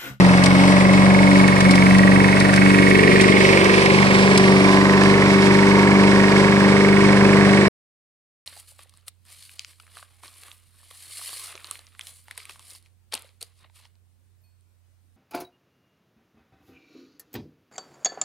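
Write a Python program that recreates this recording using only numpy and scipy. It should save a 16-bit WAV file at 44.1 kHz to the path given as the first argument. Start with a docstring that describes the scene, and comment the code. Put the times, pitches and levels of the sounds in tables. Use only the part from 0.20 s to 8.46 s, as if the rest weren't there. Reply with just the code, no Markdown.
"""A four-stroke push mower is already labouring in grass and dry leaves, its governed speed sagging.
Blade and exhaust drone, valve gear clatters, the muffler rasps once every two turns, cuttings hiss.
Over the first five seconds debris ticks in the deck, while a phone held behind the handle swings
from the engine to the lawn ahead. The load eases, the speed creeps up, and at 7.5 s the sound cuts off."""
import sys
import numpy as np
from scipy import signal
from scipy.fft import rfft, irfft
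from scipy.io import wavfile
from scipy.ndimage import uniform_filter1d

SR = 44100
rng = np.random.default_rng(int(sys.argv[2]) if len(sys.argv) > 2 else 0)


def digitize_waveform(pressure):
    """Quantize a signal to 16-bit integers and store it at the path in sys.argv[1].

    Rows of a 2-D input are taken as channels; values are limited to [-1, 1].
    """
    field = np.atleast_2d(pressure).T
    bounded = np.clip(field, -1, 1)
    quanta = np.round(bounded * 32767).astype(np.int16)
    wavfile.write(sys.argv[1], SR, quanta)


N = 364266
TIME = np.arange(N) / SR


def undb(db):
    """Decibels to gain."""
    return 10 ** (np.asarray(db) / 20)


def curve(table):
    """Straight lines through (seconds, value) points."""
    return np.interp(TIME, *np.transpose(table))


def unit(x):
    """Scale to rms 1."""
    return x / np.sqrt(np.mean(x ** 2))


def noise(coherence):
    """Stereo white noise, partly common to both sides."""
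    common, *own = rng.standard_normal((3, N))
    return np.sqrt(coherence) * common + np.sqrt(1 - coherence) * np.array(own)


def wander(rate_hz):
    """Smooth random drift, rms 1."""
    step = int(SR / rate_hz)
    stairs = np.repeat(rng.standard_normal(N // step + 1), step)
    return unit(uniform_filter1d(stairs, step)[:N])


def colour(x, spectrum):
    """Shape a sound by (Hz, relative dB) points."""
    hz, db = np.transpose(spectrum)
    bins_hz = np.maximum(np.fft.rfftfreq(N, 1 / SR), 1)
    gain = undb(np.interp(np.log(bins_hz), np.log(hz), db))
    return irfft(rfft(x) * unit(gain), N)


def ring(x, modes):
    """Parallel resonances of alternating sign."""
    return sum((-1) ** k * undb(db) * signal.lfilter(*signal.iirpeak(hz, hz / width_hz, SR), x)
               for k, (hz, width_hz, db) in enumerate(modes))


def puff(cycle, opens, rise):
    """A flow that starts once a cycle, swells to 1 and dies away."""
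    age = (cycle - opens) % 1 / rise
    return age * np.exp(1 - age)


def turbulence(cycle, coherence, memory, points=1800):
    """Stereo eddies that partly repeat from one engine cycle to the next."""
    count = int(cycle[-1]) + 3
    common, *own = rng.standard_normal((3, count, points))
    eddies = np.sqrt(coherence) * common + np.sqrt(1 - coherence) * np.array(own)
    for k in range(1, count):
        eddies[:, k] = memory * eddies[:, k - 1] + np.sqrt(1 - memory ** 2) * eddies[:, k]
    position = (cycle + 1) * points
    return np.array([np.interp(position, np.arange(count * points), side.ravel()) for side in eddies])


# Spectrum of the cuttings. Each row: frequency in Hz, relative level in dB.
CUTTING_SPECTRUM = [(1200, -5), (2500, 1.5), (3200, 0), (3900, -0.5), (5300, -1), (5900, -5), (6400, -11),
                    (7200, -9.5), (8300, -7.5), (9300, -12), (10500, -16), (12000, -28)]


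def grass(cycle, level_db, top_db, grain_db=1.5, chop=0.042, surge=0.2, top_hz=8500):
    """Countless stalks snap and spray against the deck, pulsing with the blade's turns."""
    pulse = 1 + chop * np.cos(2 * np.pi * 2 * cycle) + surge * puff(cycle, opens=0.95, rise=0.059)
    snaps = undb(grain_db * wander(1300))
    hiss = unit(colour(pulse * snaps * noise(0.33), CUTTING_SPECTRUM))
    top = signal.sosfilt(signal.butter(2, top_hz, "high", fs=SR, output="sos"), hiss)
    return (hiss + (undb(top_db) - 1) * top) * undb(level_db + 0.95 * wander(25))


# Blade strikes on debris. Each row: start in seconds, gain in dB, decay in seconds.
DEBRIS_STRIKES = [(0.237, -10.5, 0.006), (.2586, -8.5, .005), (1.277, -13.5, .0044), (1.405, -11, 0.0049),
                  (1.508, -10.5, 0.007), (1.5524, -13.5, 0.0062), (1.783, -10.5, .003), (2.2, -10.5, 0.004),
                  (2.339, -8, .002), (2.3607, -8.5, 0.0031), (3.0084, -15, 0.014), (3.445, 1, 0.00097),
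                  (3.6586, -2, 0.0012), (4.175, -4.5, 0.0043), (4.835, -7.5, .002)]


def debris(attack_s=0.002):
    """Twigs and dry leaves shatter in short bright bursts."""
    bursts = np.zeros(N)
    age_s = np.arange(SR // 10) / SR
    attack = 1 - np.exp(-age_s / attack_s)
    for start_s, db, decay_s in DEBRIS_STRIKES:
        at = int(start_s * SR)
        bursts[at:at + len(age_s)] += undb(db) * attack * np.exp(-age_s / decay_s)
    bright = signal.lfilter([1, -.5], [1], noise(0.14))
    return bursts * unit(colour(bright, CUTTING_SPECTRUM))


# Low boom and broader rush of the deck air. Each row: frequency in Hz, relative level in dB.
BOOM_SPECTRUM = [(30, -66), (70, -30.5), (130, 0.5), (200, 3.5), (270, -3.5), (350, 8), (440, 5.5),
                 (540, -1), (800, -44)]
RUSH_SPECTRUM = [(40, -66.5), (250, 0), (450, -6.5), (570, 2), (680, -3), (800, -5.5), (1100, -3.5),
                 (1400, -12), (2000, -11.5), (3000, -24.5), (6000, -44.5)]


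def deck_air(cycle, spectrum, level_db, memory, chop=0.18):
    """Air churned under the deck, chopped by each turn of the blade."""
    pulse = 1 + chop * np.cos(2 * np.pi * 2 * (cycle - .12))
    air = turbulence(cycle, coherence=0.91, memory=memory)
    return unit(colour(pulse * air, spectrum)) * undb(level_db)


# Valve and piston knocks. Each row: phase in the cycle from 0 to 1, relative level in dB.
CYCLE_KNOCKS = [(.05, 0), (.19, -2), (.43, -1), (.59, -1), (.72, 0), (.84, -1)]
# Modes of block and shroud. Each row: frequency in Hz, bandwidth in Hz, gain in dB.
BLOCK_MODES = [(690, 28, -10), (932.3, 4.5, 9.5), (1019, 9.8, 5.5), (1098.6, 21, 3.5), (1134, 68, 1),
               (1183, 50, -9), (1334, 33, -13), (1580, 160, -7), (1865, 20, -13.5), (1956, 17, -7.5)]


def clatter(cycle, level_db, scatter_db=3.0, jitter_cycles=.0006, rattle_db=-14):
    """The same knocks return every cycle, loose in time and force, and set the block whining."""
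    blows = np.zeros(N)
    numbers = np.arange(int(cycle[-1]) - 1)
    for phase, db in CYCLE_KNOCKS:
        late, force = rng.standard_normal((len(numbers), 2)).T
        at = np.searchsorted(cycle, numbers + phase + jitter_cycles * late)
        blows[at] += undb(db + scatter_db * force)
    rattle = undb(rattle_db) * noise(.7)
    return unit(ring(unit(blows) + rattle, BLOCK_MODES)) * undb(level_db)


def equal_charges(bursts, cycle, spread_db=0.41):
    """Every firing expels the same charge, so each cycle gets nearly the same power."""
    number = np.floor(cycle - np.floor(cycle[0])).astype(int)
    power = np.bincount(number, np.mean(bursts ** 2, axis=0)) / np.bincount(number)
    strength = undb(spread_db * rng.standard_normal(N // 100))
    return bursts / np.sqrt(power[number]) * strength[number]


# Modes of the muffler can. Each row: frequency in Hz, bandwidth in Hz, gain in dB.
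CAN_MODES = [(1657, 180, -6.5), (1905, 100, -2.5), (2199, 53.4, 1.5), (2613, 74, -12)]
# Spectrum of the gas jet. Each row: frequency in Hz, relative level in dB.
JET_SPECTRUM = [(900, -35), (1450, -18.5), (1800, 7.5), (2300, 10.5), (2900, -1), (3600, -7), (4500, -10),
                (5500, -35), (9000, -42)]


def muffler(cycle, level_db, jet_db, leak=.19, peak_phase=0.13, width_cycles=0.1, kick_db=-7):
    """The exhaust valve opens and shuts: two kicks and a swell of gas ring the can; its holes hiss."""
    from_peak = (cycle - peak_phase + .5) % 1 - .5
    flow = leak + np.exp(-(from_peak / width_cycles) ** 2) + 0.13 * puff(cycle, opens=0.19, rise=0.14)
    gas = turbulence(cycle, coherence=.97, memory=.82)
    kicks = sum(np.diff(np.floor(cycle - phase), prepend=-1) for phase in (.105, .16))
    can = ring(unit(flow * gas) + undb(kick_db) * unit(kicks), CAN_MODES)
    can = equal_charges(can, cycle)
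    jet = unit(colour((flow + .25) * noise(0.81), JET_SPECTRUM))
    jet_gain = undb(jet_db)
    return (can + jet_gain * jet) / np.sqrt(1 + jet_gain ** 2) * undb(level_db)


# Exhaust lines between the blade tones. Each row: multiple of the firing rate, relative level in dB.
THROB_HARMONICS = [(2, -3.5), (3, -9), (4, 1.5), (5, 2.5), (6, 5.5), (7, -6), (9, -8), (10, -13), (11, -10),
                   (13, -16), (14, -13), (15, -18), (17, -30.5), (18, -22.5), (20, -10.5)]


def exhaust_throb(cycle, level_db, odd_shift=0.33, waver_db=0.97):
    """Even harmonics keep step with the crank; odd ones come from the firing alone, shifted in phase."""
    throb = sum(undb(db) * np.cos(2 * np.pi * (k * cycle + odd_shift * (k % 2)))
                for k, db in THROB_HARMONICS)
    return unit(throb) * undb(level_db + waver_db * wander(24))


# Blade harmonics 2 (the main hum) and 3. Each row: time in seconds, level in dB.
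BLADE_SECOND_DB = [(0.06, -11), (0.22, -14), (1.23, -12.5), (1.41, -17), (1.48, -13), (1.78, -11),
                   (2.16, -16.5), (2.46, -14), (3.2, -20.5), (3.27, -22), (4.05, -16.5), (7.44, -15)]
BLADE_THIRD_DB = [(0.06, -31), (0.49, -19), (0.65, -42), (0.72, -23.5), (0.88, -32), (1.13, -17.5),
                  (1.46, -32.5), (1.48, -23), (2.34, -26.5), (2.46, -19), (3.86, -34.5), (4.42, -24),
                  (7.27, -25.5), (7.44, -27)]


def blade_drone(cycle, fourth_db, waver_db=.6):
    """The blade tips pass four times a cycle and sound harmonics 2 to 4 of that rate."""
    levels_db = [curve(BLADE_SECOND_DB), curve(BLADE_THIRD_DB), fourth_db]
    return np.sqrt(2) * sum(undb(db + waver_db * wander(14)) * np.cos(2 * np.pi * 4 * k * cycle)
                            for k, db in enumerate(levels_db, 2))


def ports(x, lead_ms, left_over_right_db):
    """A source off to one side reaches the phone's left port first, and the two at different levels."""
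    oversampled = signal.resample_poly(x[0], 4, 1)
    left = np.interp(TIME + lead_ms / 1000, np.arange(4 * N) / (4 * SR), oversampled)
    gains = undb(np.vstack([left_over_right_db, -left_over_right_db]) / 2)
    gains /= np.sqrt(np.mean(gains ** 2, axis=0))
    return np.array([left, x[1]]) * gains


def facing(bearing_deg, front_db, back_db, lobe_deg, width_deg, lobe_db, front_deg=53, back_deg=164):
    """Level in dB at a bearing: a slope from front to back with one lobe or shadow."""
    slope_db = np.interp(bearing_deg, [front_deg, back_deg], [front_db, back_db])
    return slope_db + lobe_db * np.exp(-((bearing_deg - lobe_deg) / width_deg) ** 2)


# Engine load. Each row: time in seconds, drop below free speed in rpm.
DROOP_RPM = [(0.0, 251.3), (0.2, 244.6), (0.4, 198.5), (0.95, 133.1), (1.38, 155.1), (1.55, 205.3),
             (1.8, 151.2), (2.1, 114.6), (2.55, 120.6), (3.4, 101.0), (3.82, 71.9), (4.25, 111.9),
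             (4.7, 75.8), (5.75, 45.8), (6.75, 29.9), (7.48, 31.9)]
# Swing of the phone. Each row: time in seconds, bearing of the mower in degrees.
BEARING_DEG = [(0, 47), (.9, 60.7), (1.6, 78.5), (2.3, 83), (2.7, 104.6), (3.2, 125.6), (3.8, 141.8),
               (4.6, 159), (7.45, 164)]
# How each named part carries to the phone. Each row: front level in dB, back level in dB,
# lobe bearing in degrees, lobe width in degrees, lobe gain in dB (negative for a shadow).
PART_DIRECTIVITY = {"throb": (-20.5, -21.5, 139.5, 20, -2.5), "fourth blade tone": (-36, -23, 118.5, 27, 9),
                    "boom": (-28, -22.5, 119, 27, 7.5), "rush": (-19.5, -22.5, 101.5, 21.5, -3.5),
                    "clatter": (-28, -24.5, 98.5, 14.5, -0.5), "rasp": (-25, -25, 114.5, 45, 6.5),
                    "hiss": (-30, -31.5, 136, 33.5, 4.5)}
# Balances, same columns: jet over can, treble gain of the hiss, left over right for two sources.
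JET_OVER_CAN = (-12.5, -8.5, 128, 26, 12.5)
HISS_TREBLE = (2.5, 0, 95, 29.5, 5)
ENGINE_BALANCE = (-4.5, -6.5, 89, 40.5, -3)
CUTTING_BALANCE = (1.5, -5, 102.5, 39, 3.5)


def scene(free_rpm=3000, hiss_db_per_rpm=0.0141, side_lead_ms=0.4565):
    """One crankshaft times the mower; load sets its speed, the phone's swing sets levels and stereo."""
    droop_rpm = curve(DROOP_RPM)
    firing_hz = (free_rpm - droop_rpm) / 60 / 2
    cycle = -.023 + np.cumsum(firing_hz) / SR  # one cycle is two turns
    bearing_deg = curve(BEARING_DEG)
    level_db = {part: facing(bearing_deg, *row) for part, row in PART_DIRECTIVITY.items()}
    drone = exhaust_throb(cycle, level_db["throb"]) + blade_drone(cycle, level_db["fourth blade tone"])
    boom = deck_air(cycle, BOOM_SPECTRUM, level_db["boom"], memory=0.65)
    rush = deck_air(cycle, RUSH_SPECTRUM, level_db["rush"], memory=0.46)
    knocks = clatter(cycle, level_db["clatter"])
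    rasp = muffler(cycle, level_db["rasp"], facing(bearing_deg, *JET_OVER_CAN))
    # Thick grass slows the engine and hisses louder.
    hiss_db = level_db["hiss"] + hiss_db_per_rpm * droop_rpm
    cuttings = grass(cycle, hiss_db, facing(bearing_deg, *HISS_TREBLE)) + debris()
    lead_ms = side_lead_ms * np.sin(np.radians(bearing_deg))
    return (ports(drone + boom, 0.77 * lead_ms, left_over_right_db=1.5)
            + ports(rush, 0.51 * lead_ms, left_over_right_db=1.7)
            + ports(knocks + rasp, lead_ms, facing(bearing_deg, *ENGINE_BALANCE))
            + ports(cuttings, lead_ms, facing(bearing_deg, *CUTTING_BALANCE)))


def record(dry, left_bass_hz=72, bottom_hz=25, top_hz=11900, stop_s=7.484, fade_s=.004):
    """The left port passes less bass; the sound is cut short; the phone clips peaks and drops the top."""
    left = signal.lfilter(*signal.butter(1, left_bass_hz, "high", fs=SR), dry[0])
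    sound = signal.sosfilt(signal.butter(2, bottom_hz, "high", fs=SR, output="sos"), [left, dry[1]])
    gate = np.clip((stop_s - TIME) / fade_s, 0, 1)
    sound = np.clip(sound * gate, -.95, .95)
    return signal.sosfilt(signal.ellip(10, .2, 80, top_hz, fs=SR, output="sos"), sound)


dry = scene()
out = record(dry)
digitize_waveform(out)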